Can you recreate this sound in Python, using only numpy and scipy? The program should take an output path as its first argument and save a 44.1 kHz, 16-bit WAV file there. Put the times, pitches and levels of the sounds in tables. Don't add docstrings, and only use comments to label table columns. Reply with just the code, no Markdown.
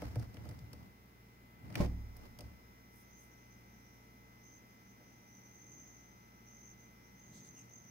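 import sys
import numpy as np
from scipy import signal
from scipy.fft import rfft, irfft, next_fast_len
from scipy.io import wavfile
from scipy.ndimage import map_coordinates

SR = 44100
rng = np.random.default_rng(int(sys.argv[2]) if len(sys.argv) > 2 else 0)


def store_pcm(level_fs):
    pcm = np.round(np.clip(level_fs, -1, 1) * 32767).astype(np.int16)
    wavfile.write(sys.argv[1], SR, np.atleast_2d(pcm).T)


N = 348390
TIME = np.arange(N) / SR

# (frequency [Hz], relative level [dB])
AIR_MID = [(20, -14.5), (50, -10), (90, -0.5), (130, -6), (200, 1.5), (300, -3.5), (450, -11.5), (800, -17),
           (1300, -20.5), (2100, -18.5), (3200, -25), (5500, -29), (9000, -35.5), (14500, -25)]
AIR_SIDE = [(20, -8.5), (70, -1.5), (200, -2.5), (450, -7), (900, -9), (1400, -15), (2100, -11),
            (3200, -17), (5500, -19), (9000, -27), (14500, -16.5)]
# (frequency [Hz], level [dB])
MOTOR_TONES = [(118.4, -65), (193.8, -70), (226.1, -74.5), (355, -81.5), (452.2, -79)]
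# (time [s], level [dB])
SHAFT_FADER = [(0, -65.5), (4.2, -66.5), (4.8, -74), (5.5, -74), (6, -67), (7.1, -68.5), (7.5, -78)]
SHAFT_HZ, MAINS_HZ = 59.3, 60.015
APPLIANCE_LAG_S = .00043
BUZZ_ORDERS = [10, 12, 14, 16, 22, 26, 32, 33, 34, 36, 38, 39, 40]
# (left level [dB], right level [dB])
BUZZ_BALANCE = [(-102, -78.5), (-80, -83), (-70.5, -76), (-89, -74), (-67, -71), (-78, -78.5), (-77, -80.5),
                (-93, -76), (-66.5, -69.5), (-80, -82.5), (-95, -80), (-91, -82), (-76.5, -90)]
# (frequency [Hz], right phase lag [rad])
BUZZ_PHASE = [(700, -1), (850, -2.5), (1320, -3), (1560, -2), (1900, 1), (2100, 0.47), (2400, -.8)]
WHINE_ORDERS = [83, 85, 87, 91, 93, 95, 109, 111, 169, 230, 234, 240, 242]
WHINE_BALANCE = [-10, -9.5, -10, -12.5, -3, -8, -9, -9.5, -10.5, -8, -12, -10, -8.5]
# (time [s], gain [dB])
BUZZ_FADER = [(.8, -3), (1.1, -7), (1.7, -0.5), (1.9, -1.8), (7.9, -1.5)]
WHINE_FADER = [(0, -75), (1.7, -83), (1.9, -74), (4.6, -75.5), (7.9, -75.5)]
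# (frequency [Hz], t60 [s])
PORCH_DECAY = [(200, 0.12), (6000, 0.4), (15000, 0.031)]
# (middle [s], half length [s], level [dB], centre [Hz], width [octaves])
SWISHES = [(2.983, 0.096, -67, 12000, 0.53), (3.23, 0.085, -69.5, 11500, .6), (5.882, .016, -69, 6800, .04),
           (7.377, 0.075, -66.5, 5440, 0.53), (7.463, 0.047, -66.5, 5800, 0.63)]

# (time [s], tick gain [dB], snap gain [dB], snap centre [Hz], knock gain [dB])
TOUCHES = [(0.019, -47.5, -50, 1810, -37.5), (0.1562, -44, -47, 1900, -39.5),
           (0.196, -47.5, -60, 5130, -54), (0.2253, -51.5, -52, 1400, -56), (.3424, -50, -61, 2400, -53.5),
           (0.3687, -54, -49.5, 2040, -58), (0.4532, -55, -54, 1100, -49.5),
           (0.4898, -48, -55, 5000, -52.5), (.511, -54, -53, 1400, -54.5), (0.5899, -58, -57.5, 4770, -65),
           (0.7307, -43.5, -54, 2500, -53.5), (1.7021, -55, -52, 1500, -52), (1.7253, -53, -54, 1800, -57),
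           (1.742, -55, -51, 1800, -57), (1.7541, -33.5, -32, 2150, -41), (1.8603, -49, -52, 3000, -49.5),
           (2.1667, -51, -50, 15200, -65), (2.388, -43, -53, 2400, -50), (2.4071, -44, -54, 3000, -50),
           (5.002, -76, -72, 1500, -59.5)]
# (time [s], gain [dB])
BUMPS = [(0.055, -40.5), (0.167, -34.5), (.192, -41), (.272, -42.5), (0.384, -47.5), (0.496, -47.5),
         (0.62, -43.5), (0.756, -47), (2.435, -43.5)]
# (firmest from [s], attack [s/10 dB], hold [s], release [s/10 dB], rumble gain [dB], rustle gain [dB])
SLIDES = [(0.028, 0.054, 0.029, 0.098, -49.5, -59), (0.196, 0.062, .04, 0.025, -48.5, -67),
          (0.434, .14, 0.072, 0.088, -50.5, -66.5), (0.75, 0.16, 0.093, 0.066, -56.5, -72),
          (1.657, 0.05, 0.25, 0.15, -51, -70), (2.234, 0.089, .02, 0.086, -59, -66),
          (2.404, 0.025, 0.016, 0.19, -58.5, -72)]
# (frequency [Hz], relative level [dB], t60 [s])
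CASE_MODES = [(186, -7.5, 0.13), (291.2, -2, 0.13), (504.4, -1.5, 0.062), (593, 0, 0.052), (695, -7, 0.071),
              (840, -7, 0.045), (1280, -11, 0.043), (1560, -23, 0.027)]
HAND_MODES = [(70.7, -1.5, 0.29), (87, -16, 0.2), (110.2, 3, 0.18)]
HOUSE_MODES = [(27, -40, 1.27), (60.3, -31, 1.06), (101, -35.5, 0.94), (123, -46, 0.41),
               (175.4, -36.5, 0.56), (194, -32.5, 0.13), (238, -39.5, 0.51), (278, -45, 0.53),
               (355, -33.5, 0.22), (487, -48.5, 0.29), (579, -32, 0.12), (691, -39.5, 0.16),
               (1065, -41, 0.12)]
# (frequency [Hz], relative level [dB])
TICK_EQ = [(2000, -19), (3900, -8), (4900, 6.5), (6000, 0.5), (7100, -9), (8500, -1.5), (11000, -6.5),
           (16000, -4)]
RUMBLE_EQ = [(20, -21), (45, -27), (70, -1), (115, 1), (160, -9), (290, -11), (420, -25.5), (800, -26.5),
             (2000, -64)]
RUSTLE_EQ = [(150, -4), (500, 1), (1200, -4.5), (2200, -10.5), (3500, -17.5), (5200, -14), (7500, -23.5),
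             (16000, -22.5)]
SCRAPE_EQ = [(40, -25), (120, 14.5), (350, 2.5), (800, 1), (1400, -14.5), (2100, -11), (3200, -21),
             (5300, -18.5), (8000, -28.5), (16000, -29)]
# (full from [s], attack [s/10 dB], hold [s], release [s/10 dB], gain [dB])
SCRAPE_DRAG = (1.779, 0.022, 0.07, 0.019, -42)
SCRAPE_PRESS = (1.809, .018, .004, .036, -36)

# (start [s], length [s], from [Hz], to [Hz], roughness [share of pitch], gain [dB])
SQUEAKS = [(7.3, .11, 4100, 3750, .11, -69.5), (7.432, .05, 4150, 3700, .09, -73),
           (7.546, .08, 3000, 2500, .06, -67)]
SQUEAK_HARMONICS = [-2, -5, -7, -10]
# (nearest [s], approach [s/10 dB], retreat [s/10 dB], level [dB])
FLY_BYS = [(5.78, 0.28, 0.2, -64.5), (7.35, 0.2, 0.69, -62)]
# (frequency [Hz], relative level [dB])
WHIRR_EQ = [(60, -40), (110, -3), (220, -2.5), (330, -14.5), (600, -24), (2000, -62)]
# (full effort from [s], attack [s/10 dB], hold [s], release [s/10 dB], level [dB], base pitch [Hz])
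SPURTS = [(3.177, 0.12, .03, .045, -66, 6250), (3.32, .02, .01, .04, -71, 6070),
          (3.41, .05, .03, .04, -73, 6120), (3.522, 0.027, 0.016, 0.033, -68.5, 6200),
          (3.733, 0.13, 0.2, 0.13, -74.5, 5990), (4.45, 0.034, 0.12, 0.037, -65, 6250),
          (4.698, 0.018, .01, .09, -75, 6200), (4.89, 0.078, .03, .035, -71, 6170),
          (5.10, 0.12, .03, 0.063, -71.5, 6160), (5.35, 0.089, .03, .04, -65.5, 6090),
          (5.46, 0.023, .01, 0.037, -65.5, 6250), (5.767, 0.32, 0.035, 0.28, -59, 6280),
          (6.37, .04, .02, 0.028, -76, 6030), (6.477, 0.023, 0.12, 0.04, -64, 6170),
          (6.631, .07, .09, .02, -60.5, 6210), (6.797, 0.022, 0.065, 0.066, -67.5, 6200),
          (7.06, .06, 0.027, .04, -71, 6060), (7.215, 0.058, 0.055, .1, -66.5, 6420),
          (7.405, 0.14, .1, .05, -61.5, 6310), (7.568, 0.028, .03, 0.046, -58.5, 6270),
          (7.73, 0.033, 0.018, 0.099, -58.5, 6290), (7.88, 0.033, .03, .1, -61.5, 6180)]


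def amp(db):
    return 10 ** (np.asarray(db) / 20)


def unit(x):
    return x / np.sqrt(np.mean(x ** 2) + 1e-20)


def along(points, hz):
    f, v = np.transpose(points)
    return np.interp(np.log(hz + 1), np.log(f + 1), v)


def fader(rows):
    return amp(np.interp(TIME, *np.transpose(rows)))


def swell(s, attack, hold, release):
    return -10 * (np.maximum(s - TIME, 0) / attack + np.maximum(TIME - s - hold, 0) / release)


def wobble(rate):
    return map_coordinates(rng.standard_normal(int(N * rate / SR) + 4), [TIME * rate])


def filtered(x, response):
    size = next_fast_len(x.shape[-1] + 8192)
    return irfft(rfft(x, size) * response(np.fft.rfftfreq(size, 1 / SR)), size)[..., :x.shape[-1]]


def noise(eq):
    return unit(filtered(rng.standard_normal(N), lambda hz: amp(along(eq, hz))))


def hiss_band(size, centre_hz, octaves):
    white = rng.standard_normal((2, size))
    return unit(filtered(white, lambda hz: np.exp(-.5 * (np.log2((hz + 1) / centre_hz) / octaves) ** 2)))


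def spread(mid, side):
    return np.array([mid + side, mid - side])


def add(track, s, sound):
    start = max(round(s * SR), 0)
    track[..., start:start + sound.shape[-1]] += sound[..., :N - start]


def ring(modes, attack_s, scatter_db, width):
    t = np.arange(2 * SR) / SR
    out = np.zeros((2, len(t)))
    for hz, db, t60 in modes:
        age = t[:int(t60 * 1.5 * SR)]
        offset = np.minimum(width * hz / 1000, 1) * rng.uniform(-1, 1) * np.array([[1], [-1]])
        decay = amp(db + scatter_db * rng.normal() - 60 * age / t60)
        add(out, 0, decay * np.sin(2 * np.pi * hz * age + offset))
    return out * (1 - np.exp(-t / attack_s))


def porch(x):
    hz, t, spectrum = signal.stft(rng.standard_normal((2, SR // 3)), SR, nperseg=256)
    decay = amp(-60 * t / along(PORCH_DECAY, hz)[:, None])
    tail = signal.istft(spectrum * decay, SR, nperseg=256)[1]
    return signal.fftconvolve(np.atleast_2d(x), tail / np.linalg.norm(tail[0]), axes=1)[:, :N]


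def room_air():
    return spread(amp(-64.5) * noise(AIR_MID), amp(-69) * noise(AIR_SIDE))


def motor():
    hum = sum(amp(db + wobble(3.2)) * np.sin(2 * np.pi * hz * TIME + wobble(2.02) / 2)
              for hz, db in MOTOR_TONES)
    return hum + fader(SHAFT_FADER) * np.sin(2 * np.pi * SHAFT_HZ * TIME)


def mains_buzz():
    buzz = np.zeros((2, N))
    for order, (left_db, right_db) in zip(BUZZ_ORDERS, BUZZ_BALANCE):
        hz = order * MAINS_HZ
        phase = 2 * np.pi * (hz * TIME + rng.random())
        waver_db = (.5 + min(hz / 6000, 1)) * wobble(2.07)
        left = amp(left_db) * np.sin(phase)
        right = amp(right_db) * np.sin(phase - along(BUZZ_PHASE, hz))
        buzz += amp(waver_db) * np.array([left, right])
    return fader(BUZZ_FADER) * buzz


def whine():
    out = np.zeros((2, N))
    for order, db in zip(WHINE_ORDERS, WHINE_BALANCE):
        start = rng.random()
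        for channel, pan_db, lag_s in zip(out, (-7, 0), (APPLIANCE_LAG_S, 0)):
            phase = 2 * np.pi * (order * MAINS_HZ * (TIME - lag_s) + start)
            channel += amp(db + pan_db + 2.5 * wobble(7)) * np.sin(phase)
    return fader(WHINE_FADER) * out


def draught():
    right = hiss_band(N, centre_hz=1205, octaves=.22)[0]
    left = filtered(right, lambda hz: np.exp(-2j * np.pi * hz * APPLIANCE_LAG_S))
    return amp(-77.5) * np.array([left, right])


def swishes():
    out = np.zeros((2, N))
    for s, half_s, db, centre_hz, octaves in SWISHES:
        window = np.hanning(int(2 * half_s * SR))
        add(out, s - half_s, amp(db) * window * hiss_band(len(window), centre_hz, octaves))
    return out * unit(amp(1.7 * wobble(180)))


def clicks():
    ticks, snaps = np.zeros((2, N)), np.zeros((2, N))
    t = np.arange(SR // 20) / SR
    envelope = np.exp(-t / .0035) * (1 - np.exp(-t / .0005))
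    for s, tick_db, snap_db, snap_hz, _ in TOUCHES:
        add(ticks, s, amp(tick_db) * envelope * rng.standard_normal((2, len(t))))
        add(snaps, s, amp(snap_db) * envelope * hiss_band(len(t), snap_hz, octaves=.56))
    out = filtered(ticks, lambda hz: amp(along(TICK_EQ, hz))) + snaps
    return out + amp(-15) * porch(out)


def handling(knock_lag_s=.0036):
    body = np.zeros((2, N))
    for s, *_, db in TOUCHES:
        add(body, s + knock_lag_s, amp(db) * ring(CASE_MODES, attack_s=.0008, scatter_db=1, width=.6))
    for s, db in BUMPS:
        add(body, s, amp(db) * ring(HAND_MODES, attack_s=.0055, scatter_db=2.5, width=2.6))
    rumble = sum(amp(db + swell(*shape)) for *shape, db, _ in SLIDES)
    rustle = sum(amp(db + swell(*shape)) for *shape, _, db in SLIDES)
    body += rumble * spread(noise(RUMBLE_EQ), amp(-6.5) * noise(RUMBLE_EQ))
    grain = unit(amp(2.6 * wobble(160)))
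    return body + rustle * grain * spread(noise(RUSTLE_EQ), amp(2.5) * noise(RUSTLE_EQ))


def thud(hit_s=1.802):
    pressure = np.maximum(*[amp(db + swell(*shape)) for *shape, db in (SCRAPE_DRAG, SCRAPE_PRESS)])
    grit = unit(amp(1.5 * wobble(300)))
    out = pressure * grit * spread(noise(SCRAPE_EQ), amp(.5) * noise(SCRAPE_EQ))
    add(out, hit_s, ring(HOUSE_MODES, attack_s=.002, scatter_db=0, width=1.3))
    u = (TIME - hit_s - .0026) / .0014
    out += amp(-21.5) * (1 - u ** 2) * np.exp(-u ** 2 / 2)
    return out * amp([[-.7], [.7]])


def squeaks():
    notes = np.zeros(N)
    for s, length, from_hz, to_hz, rough, db in SQUEAKS:
        progress = np.clip((TIME - s) / length, 0, 1)
        glide_hz = from_hz + (to_hz - from_hz) * progress
        phase = 2 * np.pi * np.cumsum(glide_hz * (1 + rough * wobble(1500))) / SR
        tone = sum(amp(db + part_db) * np.sin(k * phase) for k, part_db in enumerate(SQUEAK_HARMONICS, 1))
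        notes += np.sin(np.pi * progress) * tone
    return amp(-3) * notes + amp(-4) * porch(notes)


def wingbeats(beat_hz, drift):
    return np.cumsum(beat_hz * (1 + drift * wobble(5))) / SR


def wing_whirr(beats):
    puffs = noise(WHIRR_EQ) * (1 + .82 * np.cos(2 * np.pi * beats))
    nearness = sum(amp(db + swell(s, approach, 0, retreat)) for s, approach, retreat, db in FLY_BYS)
    return nearness * unit(puffs)


def flight(hover_from_s=2.8, hover_db=-84, hover_hz=6130, sag_hz_per_db=15):
    power = amp(hover_db + swell(hover_from_s, .05, N / SR, 1)) ** 2 + 1e-20
    weighted_hz = power * hover_hz
    for s, attack, hold, release, db, hz in SPURTS:
        effort_db = swell(s, attack, hold, release)
        spurt = amp(db + effort_db) ** 2
        power += spurt
        weighted_hz += spurt * (hz + sag_hz_per_db * np.maximum(effort_db, -20))
    return np.sqrt(power), weighted_hz / power


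def wing_whistle(beats, pitch_hz, scatter_hz, echo_s, echo_db, burst_s=.0015, paths=28):
    strokes = np.flatnonzero(np.diff(np.floor(beats)) > 0)
    hz = pitch_hz[strokes, None, None] + scatter_hz * rng.standard_normal((len(strokes), paths, 1))
    t = np.arange(-SR // 220, SR // 220) / SR
    window = np.exp(-.5 * (t / burst_s) ** 2)
    strength_db = 1.1 * rng.standard_normal((len(strokes), 1, 1))
    out = []
    for direct_db in (-2, 5):
        delay = rng.exponential(echo_s, hz.shape)
        level_db = echo_db - 3 * delay / echo_s
        delay[:, 0], level_db[:, 0] = 0, direct_db
        phase = 2 * np.pi * (hz * t + rng.random(hz.shape))
        bursts = amp(strength_db + level_db) * window * np.sin(phase)
        samples = strokes[:, None, None] + (delay * SR).astype(int) + np.arange(len(t))
        out.append(np.bincount(samples.ravel(), bursts.ravel(), N)[:N])
    return unit(np.array(out))


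def hummingbirds():
    near, far = wingbeats(beat_hz=48.33, drift=.02), wingbeats(beat_hz=42.1, drift=.06)
    loudness, pitch_hz = flight()
    trill = wing_whistle(near, pitch_hz + 20, scatter_hz=100, echo_s=.017, echo_db=-3)
    trill += .7 * wing_whistle(far, pitch_hz - 30, scatter_hz=190, echo_s=.03, echo_db=3)
    return loudness * unit(trill) + wing_whirr(near)


def scene():
    bed = room_air() + motor() + mains_buzz() + whine() + draught()
    return bed + hummingbirds() + squeaks() + swishes() + clicks() + handling() + thud()


def record(dry, cutoff_hz=15780):
    return filtered(dry, lambda hz: hz < cutoff_hz)


dry = scene()
out = record(dry)
store_pcm(out)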